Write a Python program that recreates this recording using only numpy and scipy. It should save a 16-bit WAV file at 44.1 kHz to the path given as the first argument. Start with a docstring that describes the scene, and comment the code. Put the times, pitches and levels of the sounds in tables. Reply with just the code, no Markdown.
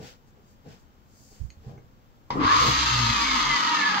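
"""First come soft rubs, scuffs and bumps, close by: hands settle a small motor on a wooden bench
and wind a cord round its shaft. The cord ticks on the shaft and the motor rocks on its foot.
Then the cord is yanked: a knock as it snaps tight, drumming as it unwinds, a rasp as it comes off.
The motor spins on and slowly loses speed. Its dry bearings roar and whine through the housing
(its outer case), while the spinning rotor hums into the bench."""
import sys
import numpy as np
from scipy import signal
from scipy.fft import rfft, irfft
from scipy.io import wavfile

SR = 44100
rng = np.random.default_rng(int(sys.argv[2]) if len(sys.argv) > 2 else 0)


def inscribe(sig):
    """Save sig as 16-bit PCM at rate SR to the path in sys.argv[1].

    A 1-D sig is mono; a 2-D sig holds one channel per row.
    Samples are clipped to [-1, 1] before scaling.
    """
    pcm = np.round(np.clip(np.atleast_2d(sig).T, -1, 1) * 32767)
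    wavfile.write(sys.argv[1], SR, pcm.astype(np.int16))


N = 176400
T, HZ = np.arange(N) / SR, np.fft.rfftfreq(N, 1 / SR)
PULL_S, FULL_SPEED_TURNS_PER_S = 2.304, 69

# A "colour" says how strong the low and high parts of a sound are, compared with each other.
# Quiet room background: frequency_hz, level_db
BACKGROUND_COLOUR = [(16, -24.5), (28, -1), (54, -16), (71, -7.5), (178, -14.5), (215, -11), (416, -23.5),
                     (514, -20.5), (635, -27), (827, -26), (896, -27.5), (1830, -33.5), (7300, -43.5),
                     (9500, -59), (12300, -54), (13300, -43)]
# Hand and cord rubbing on the housing: peak_s, rise_s, fall_s, level_db
RUBS = [(.07, 0.07, 0.066, -50.5), (.715, 0.052, 0.062, -58), (1.36, 0.036, 0.085, -65),
        (1.68, 0.056, 0.075, -64), (2.67, .08, 0.078, -36)]
# Their colour: frequency_hz, level_db
RUB_COLOUR = [(290, -34), (500, 5.5), (553, -9.5), (804, -6.5), (1170, -21), (1430, -10), (2510, -10),
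              (3110, -11.5), (3440, -11.5), (5000, -12), (7270, -17), (9840, -35), (15600, -24)]
# Cord sliding through the fingers: peak_s, rise_s, fall_s, level_db
SLIDES = [(.28, 0.016, 0.032, -74), (.5, 0.064, 0.056, -71), (.8, 0.021, 0.042, -72),
          (1.25, 0.13, 0.21, -62), (1.32, .012, .03, -64), (2.38, 0.062, 0.033, -63.5)]
# Their colour: frequency_hz, level_db
SLIDE_COLOUR = [(1180, -44), (2000, -19), (3650, -15), (4600, 0), (5710, -3.5), (6550, 2), (7770, -3),
                (10100, -18.5), (13400, -11), (15600, -10)]
# Motor scuffing the bench: peak_s, rise_s, fall_s, level_db
SCUFFS = [(.01, 0.053, 0.059, -43), (.38, 0.032, 0.1, -59), (.67, 0.019, 0.073, -46),
          (1.32, 0.0092, 0.016, -52), (1.69, 0.052, .12, -47), (2.675, 0.053, 0.04, -29)]
# Their colour: frequency_hz, level_db
SCUFF_COLOUR = [(41, -28), (70, -4.5), (140, 3.5), (339, -10.5), (467, -4), (538, -14.5), (821, -13),
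                (898, -27.5), (1160, -24.5), (1370, -64), (1500, -25), (1950, -37), (3300, -120)]
# Dull bumps through the bench: start_s, pitch_hz, level_db, fade_s (time to fall by 60 dB)
BUMPS = [(1.195, 114, -51, 0.087), (1.399, 70.8, -36, 0.25), (1.432, 64.6, -32.5, 0.16),
         (1.564, 76, -41.5, 0.34), (1.662, 130.2, -26, 0.13), (1.761, 119.7, -45, 0.55),
         (2.306, 132, -30.5, 0.37), (2.44, 93, -18.5, 0.094)]
# The side the bumps are heard on: time_s, left_minus_right_db
BUMP_SIDE = [(1.45, -26), (1.6, -3.5)]
# Cord ticking on the shaft: start_s, level_db
TICKS = [(1.503, -43), (1.5065, -54)]
# Tones that ring in a tick: pitch_hz, relative_db, fade_s
TICK_TONES = [(2130, -1, .012), (2430, 1, 0.011), (2880, -4, 0.009), (4400, 0.5, 0.015), (6530, 2, 0.0094),
              (6900, -1, .007)]
# Motor rocking on its foot: start_s, level_db
CLACKS = [(1.777, -49), (1.7797, -49), (1.787, -58)]
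# Tones that ring in a clack: pitch_hz, relative_db, fade_s
CLACK_TONES = [(420, 4, .015), (870, -2, .022), (1610, -3.5, 0.023), (2080, -4, 0.02), (6140, -12, .025)]
# Knock of the cord snapping tight: frequency_hz, level_db
KNOCK_COLOUR = [(88, -31), (150, -10), (269, -12), (500, -7.5), (683, -20), (782, -4.5), (932, 3),
                (1110, -3.5), (1460, -24.5), (1950, -9.5), (2460, -21), (5050, -24), (6890, -38),
                (9780, -65), (15600, -61)]
# How fast the shaft spins: time_s, turns_per_s
SHAFT_SPEED = [(2.3, 2.53), (2.39, 18), (2.44, 31.5), (2.49, 37.5), (2.56, 51), (2.62, 67), (2.69, 65),
               (3.0, 60.4), (3.3, 52.2), (3.55, 45.7), (3.8, 40.3), (4.0, 36.2)]
# Rumble of the bench: frequency_hz, level_db
BENCH_COLOUR = [(59, -59), (100, -12), (187, -5), (270, 0.5), (303, 2.5), (368, -13.5), (437, -8.5),
                (510, -18), (700, -13.5), (910, -37), (1540, -120)]
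# Roar of the bearings: frequency_hz, level_db
ROAR_COLOUR = [(290, -34), (500, -21.5), (759, -23.5), (792, -12.5), (942, -2.5), (1090, -5), (1260, -0.5),
               (1450, -12), (1750, -8), (2110, -6.5), (2370, -12), (4210, -8.5), (5000, -11), (5450, -19),
               (6390, -15), (8040, -31.5), (9560, -48.5), (12200, -47.5), (13300, -36.5), (15600, -37.5)]
# How each band of the roar follows the speed:
# top_hz, full_speed_relative_db, loss_per_speed_halving_db, dies_below_turns_per_s
ROAR_BANDS = [(1450, -27.5, -1.5, 26.5), (3030, -25.5, 1, 28.3), (5300, -23, 4, 33.1),
              (16000, -22.5, 6, 39.7)]
# Tones the housing rings at: pitch_hz, width_hz, gain_db, left_minus_right_db
HOUSING_TONES = [(820, 14, -3, 3), (952, 16, 2, 1), (1014, 12, 0, 2), (1078, 12, 0, 3), (1160, 28, 0, 3),
                 (1255, 22, 1, -3), (1304, 12, -1, -3), (1535, 16, 1, 0), (1734, 18, 2, -4),
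                 (1900, 12, 0, 0), (2057, 16, 1, 2), (2182, 16, 1, 0), (4090, 70, -3, 0), (4700, 60, -3, 0),
                 (6240, 70, 1, 7)]
# Swells of the bearing whine: cycles_per_turn, relative_db, peak_s, spread_s
WHINE_SWELLS = [(43.6, -29, 2.495, 0.02), (20.23, -32.5, 2.99, 0.064), (20.9, -36.5, 3.31, 0.11),
                (25.2, -35, 3.44, 0.089), (22.64, -32, 3.72, 0.054), (22.3, -34.5, 3.96, 0.043),
                (30.1, -35, 3.756, 0.089), (44.2, -37, 3.05, 0.28), (41.9, -31.5, 3.28, 0.077),
                (43.76, -27.5, 3.53, 0.051), (43.86, -29.5, 3.86, 0.087), (44.8, -35.5, 3.84, .16),
                (54.5, -41, 3.82, 0.061), (66.7, -37.5, 3.78, .1), (67.8, -37, 3.49, .15)]
# Unwinding cord drumming the motor on the bench: peak_s, rise_s, fall_s, level_db
DRUMS = [(2.37, 0.015, .03, -25.5), (2.418, 0.039, 0.069, -27)]
# Their colour: frequency_hz, level_db
DRUM_COLOUR = [(71, -35), (120, -6), (188, -12), (291, -0.5), (378, -14), (451, -7.5), (571, -27),
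               (900, -24), (1170, -57), (1980, -120)]
# Cord rasping off the shaft: peak_s, rise_s, fall_s, level_db
RASPS = [(2.45, 0.068, 0.037, -31.5), (2.535, 0.036, 0.028, -23.5), (2.57, 0.12, 0.13, -24.5)]
# Their colour: frequency_hz, level_db
RASP_COLOUR = [(600, -23.5), (900, -30), (1020, 0), (1140, 3), (1270, -3.5), (1420, -12), (1750, -21),
               (2300, -17), (5000, -45), (9000, -65)]
# Swells of the rotor's hum: cycles_per_turn, start_s, end_s, level_db
HUM_SWELLS = [(1, 2.58, 3.12, -35), (1, 3.12, 3.36, -40.5), (1, 3.36, 3.57, -46), (2, 2.64, 2.74, -37),
              (2, 2.4, 3.1, -43), (2, 2.92, 3.11, -31), (3, 3.43, 3.55, -45.5), (4, 3.0, 3.17, -38),
              (5, 3.22, 3.41, -38.5), (5, 3.78, 4.05, -44), (7.3, 3.66, 3.8, -41.5)]
# How alike the two microphones sound: frequency_hz, likeness (held within 0 to 0.99 when used)
MIC_LIKENESS = [(60, -0.2), (110, 1.5), (200, 0.37), (380, 1.16), (700, -0.15), (1290, 0.5762),
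                (2380, 0.34), (4400, 0.5), (8120, 0.0), (15000, 0.5)]
# How far the left microphone's wave runs ahead: frequency_hz, lead_radians
MIC_LEAD = [(0, -1.5), (60, 0.2), (520, -0.01), (1290, 4), (2070, 0.33), (3360, -2.27), (4390, 0.0),
            (5080, 3.5), (5340, 3), (5860, 7.5), (8010, 13.5), (8960, 5), (11900, 3.5), (15300, 15)]
# Which microphone is louder: frequency_hz, left_minus_right_db
MIC_BALANCE = [(60, 4.5), (92, 3), (140, -2), (210, 0.5), (330, 2.5), (500, 0), (770, 5), (1170, 0.5),
               (1790, 1.5), (2740, 1.5), (4190, 0.5), (6410, 4), (9810, -4), (15000, 7.5)]


def amp(db):
    """Turns decibels into a number to multiply by."""
    return 10 ** (np.asarray(db) / 20)


def unit(x):
    """Scales a signal to an average (rms) size of 1."""
    return x / np.sqrt(np.mean(x ** 2) + 1e-20)


def over_time(rows):
    """Joins a table's points into one value for each sample."""
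    return np.interp(T, *np.transpose(rows))


def over_frequency(rows):
    """Joins a table's points into one value for each frequency."""
    hz, values = np.transpose(rows)
    return np.interp(np.log(HZ + 1), np.log(hz + 1), values)


def low_pass(hz, steepness=12):
    """Gains that keep the frequencies below hz."""
    return 1 / (1 + (HZ / hz) ** steepness)


def wobble(hz):
    """A random wobble of average size 1, moving up to about hz times a second."""
    return unit(irfft(rfft(rng.standard_normal(N)) * low_pass(hz, steepness=4), N))


def stereo_noise(colour, source=None):
    """Colours two unrelated noises and blends them as the two microphones hear them."""
    first, second = rfft(rng.standard_normal((2, N)) if source is None else source)
    likeness = np.clip(over_frequency(MIC_LIKENESS), 0, .99)
    tilt = amp(over_frequency(MIC_BALANCE) / 2)
    lag = np.exp(-1j * over_frequency(MIC_LEAD))
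    left = first * tilt
    right = (likeness * first + np.sqrt(1 - likeness ** 2) * second) * lag / tilt
    sum_size = np.sqrt(tilt ** 2 + tilt ** -2 + 2 * likeness * lag.real)
    both = irfft(np.array([left, right]) * amp(over_frequency(colour)) / sum_size, N)
    return both / both.mean(0).std()


def room(x, echo_db, fade_s):
    """Adds a short wash of echoes, different at each microphone."""
    t = T[:SR // 2]
    tail = rng.standard_normal((2, len(t))) * amp(-60 * t / fade_s) * (t > .004)
    tail /= np.linalg.norm(tail[0])
    both = x * np.ones((2, 1))
    return both + amp(echo_db) * signal.fftconvolve(both, tail, axes=1)[:, :N]


def friction(strokes, colour, grain_db):
    """Surfaces rub together: grainy noise that swells and fades with each stroke."""
    power = sum(amp(db) ** 2 * np.exp(-2 * ((T - peak) / np.where(T < peak, rise, fall)) ** 2)
                for peak, rise, fall, db in strokes)
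    grains = rng.standard_normal((2, N)) * amp(grain_db * wobble(340))
    return stereo_noise(colour, grains) * np.sqrt(power)


def handling():
    """Hands rub the housing, the cord slides through the fingers and the motor scuffs the bench."""
    rubs = friction(RUBS, RUB_COLOUR, grain_db=1.5)
    slides = friction(SLIDES, SLIDE_COLOUR, grain_db=1)
    scuffs = friction(SCUFFS, SCUFF_COLOUR, grain_db=-1)
    return rubs + slides + scuffs


def bench_bumps(rise_s, blur):
    """Soft pushes make the bench thud: each is a low fading tone, blurred with noise."""
    out = np.zeros(N)
    for start, hz, db, fade_s in BUMPS:
        t = np.maximum(T - start, 0)
        thud = np.sin(2 * np.pi * hz * t) + blur * wobble(2 * hz)
        out += thud * amp(db - 60 * t / fade_s) * (1 - np.exp(-(t / rise_s) ** 2))
    return out * amp(np.outer([1, -1], over_time(BUMP_SIDE)) / 2)


def taps(hits, tones, rise_s, scratch):
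    """Small hard things touch and ring briefly, with a scratchy edge."""
    out = np.zeros(N)
    for start, hit_db in hits:
        t = np.maximum(T - start, 0)
        ring = sum(np.sin(2 * np.pi * hz * t) * amp(db - 60 * t / fade_s) for hz, db, fade_s in tones)
        out += ring * amp(hit_db) * (1 + scratch * wobble(900)) * (1 - np.exp(-t / rise_s))
    return out


def cord_knock(crack_db, crack_fade_s, ring_db, ring_fade_s):
    """The cord snaps tight and jolts the motor: a quick crack and a longer ring."""
    t = np.maximum(T - PULL_S, 0)
    rise = 1 - np.exp(-t / .00068)
    fall = amp(crack_db - 60 * t / crack_fade_s) + amp(ring_db - 60 * t / ring_fade_s)
    return stereo_noise(KNOCK_COLOUR) * rise * fall


def bench_rumble(level_db):
    """The bench rumbles under the running motor."""
    fade_in = np.clip((T - PULL_S) / .033, 0, 1)
    return stereo_noise(BENCH_COLOUR) * amp(level_db) * fade_in


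def housing(x, direct):
    """The housing rings at its own tones, many louder on one side; direct is what passes unchanged."""
    ringing = sum(amp(db + np.array([[side], [-side]]) / 2) / (1 + 2j * (HZ - hz) / width)
                  for hz, width, db, side in HOUSING_TONES)
    return irfft(rfft(x) * (direct + ringing), N)


def bearing_whine(speed, passes_per_turn):
    """Balls pass a worn spot in their track; the tones follow the speed and flare in the housing."""
    def tone(cycles_per_turn, jitter):
        pitch_hz = cycles_per_turn * speed * (1 + jitter * wobble(60))
        angle = 2 * np.pi * np.cumsum(pitch_hz) / SR + rng.uniform(0, 2 * np.pi)
        return np.sin(angle) * amp(1.9 * wobble(60))

    overtones = sum(tone(k * passes_per_turn, jitter=.014) * amp(-43 + 2.5 * wobble(4))
                    for k in range(5, 18))
    swells = sum(tone(cycles, jitter=.011) * amp(db) * np.exp(-.5 * ((T - peak) / spread) ** 2)
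                 for cycles, db, peak, spread in WHINE_SWELLS)
    whine = housing(overtones * speed / FULL_SPEED_TURNS_PER_S + swells, direct=1)
    return room(whine, echo_db=-8, fade_s=.17) * (T > PULL_S)


def cord_unwinding():
    """The cord drums the motor on the bench as it unwinds, then rasps off the shaft."""
    return friction(DRUMS, DRUM_COLOUR, grain_db=2.5) + friction(RASPS, RASP_COLOUR, grain_db=-1)


def bearing_roar(speed, full_speed_hits_per_s, ring_db, direct):
    """Countless tiny hits of the balls, with the housing ringing; faster is louder and brighter."""
    speed_share = speed / FULL_SPEED_TURNS_PER_S
    hits_per_s = full_speed_hits_per_s * speed_share
    hits = rng.standard_normal((2, N)) * amp(-.5 * np.minimum(rng.exponential(1, N), 3))
    hits *= rng.random(N) < hits_per_s / SR
    once_a_turn = 1 + .1 * np.cos(2 * np.pi * np.cumsum(speed) / SR)
    hits *= once_a_turn * amp(.53 * wobble(39)) / np.sqrt(hits_per_s)
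    rattle = direct * stereo_noise(ROAR_COLOUR, hits)
    ring = amp(ring_db) * unit(housing(stereo_noise(ROAR_COLOUR), direct=0))
    spectrum = rfft(unit(room(rattle + ring, echo_db=-5.5, fade_s=.11)))
    out, lower_bands = 0, 0
    for top_hz, db, loss_db, dies_below in ROAR_BANDS:
        level = amp(db + loss_db * np.log2(speed_share)) / np.sqrt(1 + (dies_below / speed) ** 8)
        out += irfft(spectrum * (low_pass(top_hz) - lower_bands), N) * level
        lower_bands = low_pass(top_hz)
    return out * amp(2.5) * (T > PULL_S)


def rotor_hum(speed, edge_s):
    """The rotor shakes the bench at low multiples of its speed, each swelling for a while."""
    angle = 2 * np.pi * np.cumsum(speed * (1 + .025 * wobble(21))) / SR
    tones = np.zeros(N)
    for cycles, start, end, db in HUM_SWELLS:
        swell = (np.tanh((T - start) / edge_s) - np.tanh((T - end) / edge_s)) / 2
        tones += np.sqrt(2) * amp(db) * swell * np.sin(cycles * angle)
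    return room(tones * amp(2 * wobble(30)), echo_db=-14, fade_s=.15)


def scene():
    """Handling, the pull and the coasting motor, over a quiet room."""
    speed = over_time(SHAFT_SPEED)
    hands = handling() + bench_bumps(rise_s=.0087, blur=.54)
    pull = cord_knock(crack_db=-27.5, crack_fade_s=.026, ring_db=-30.5, ring_fade_s=.33)
    pull += cord_unwinding()
    motor = bearing_roar(speed, full_speed_hits_per_s=7000, ring_db=-4, direct=.78)
    motor += bearing_whine(speed, passes_per_turn=4.2)
    motor += rotor_hum(speed, edge_s=.02) + bench_rumble(level_db=-42)
    ticks = taps(TICKS, TICK_TONES, rise_s=.00035, scratch=.46)
    clacks = taps(CLACKS, CLACK_TONES, rise_s=.0003, scratch=.3)
    clicks = room(ticks + clacks, echo_db=-3, fade_s=.18)
    background = stereo_noise(BACKGROUND_COLOUR) * amp(-58)
    return background + hands + clicks + pull + motor


def record(dry):
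    """Cuts away the very highest treble, above 15760 Hz."""
    treble_cut = signal.firwin(801, 15760, window=("kaiser", 10), fs=SR)
    return signal.oaconvolve(dry, treble_cut[None], "same")


dry = scene()
out = record(dry)
inscribe(out)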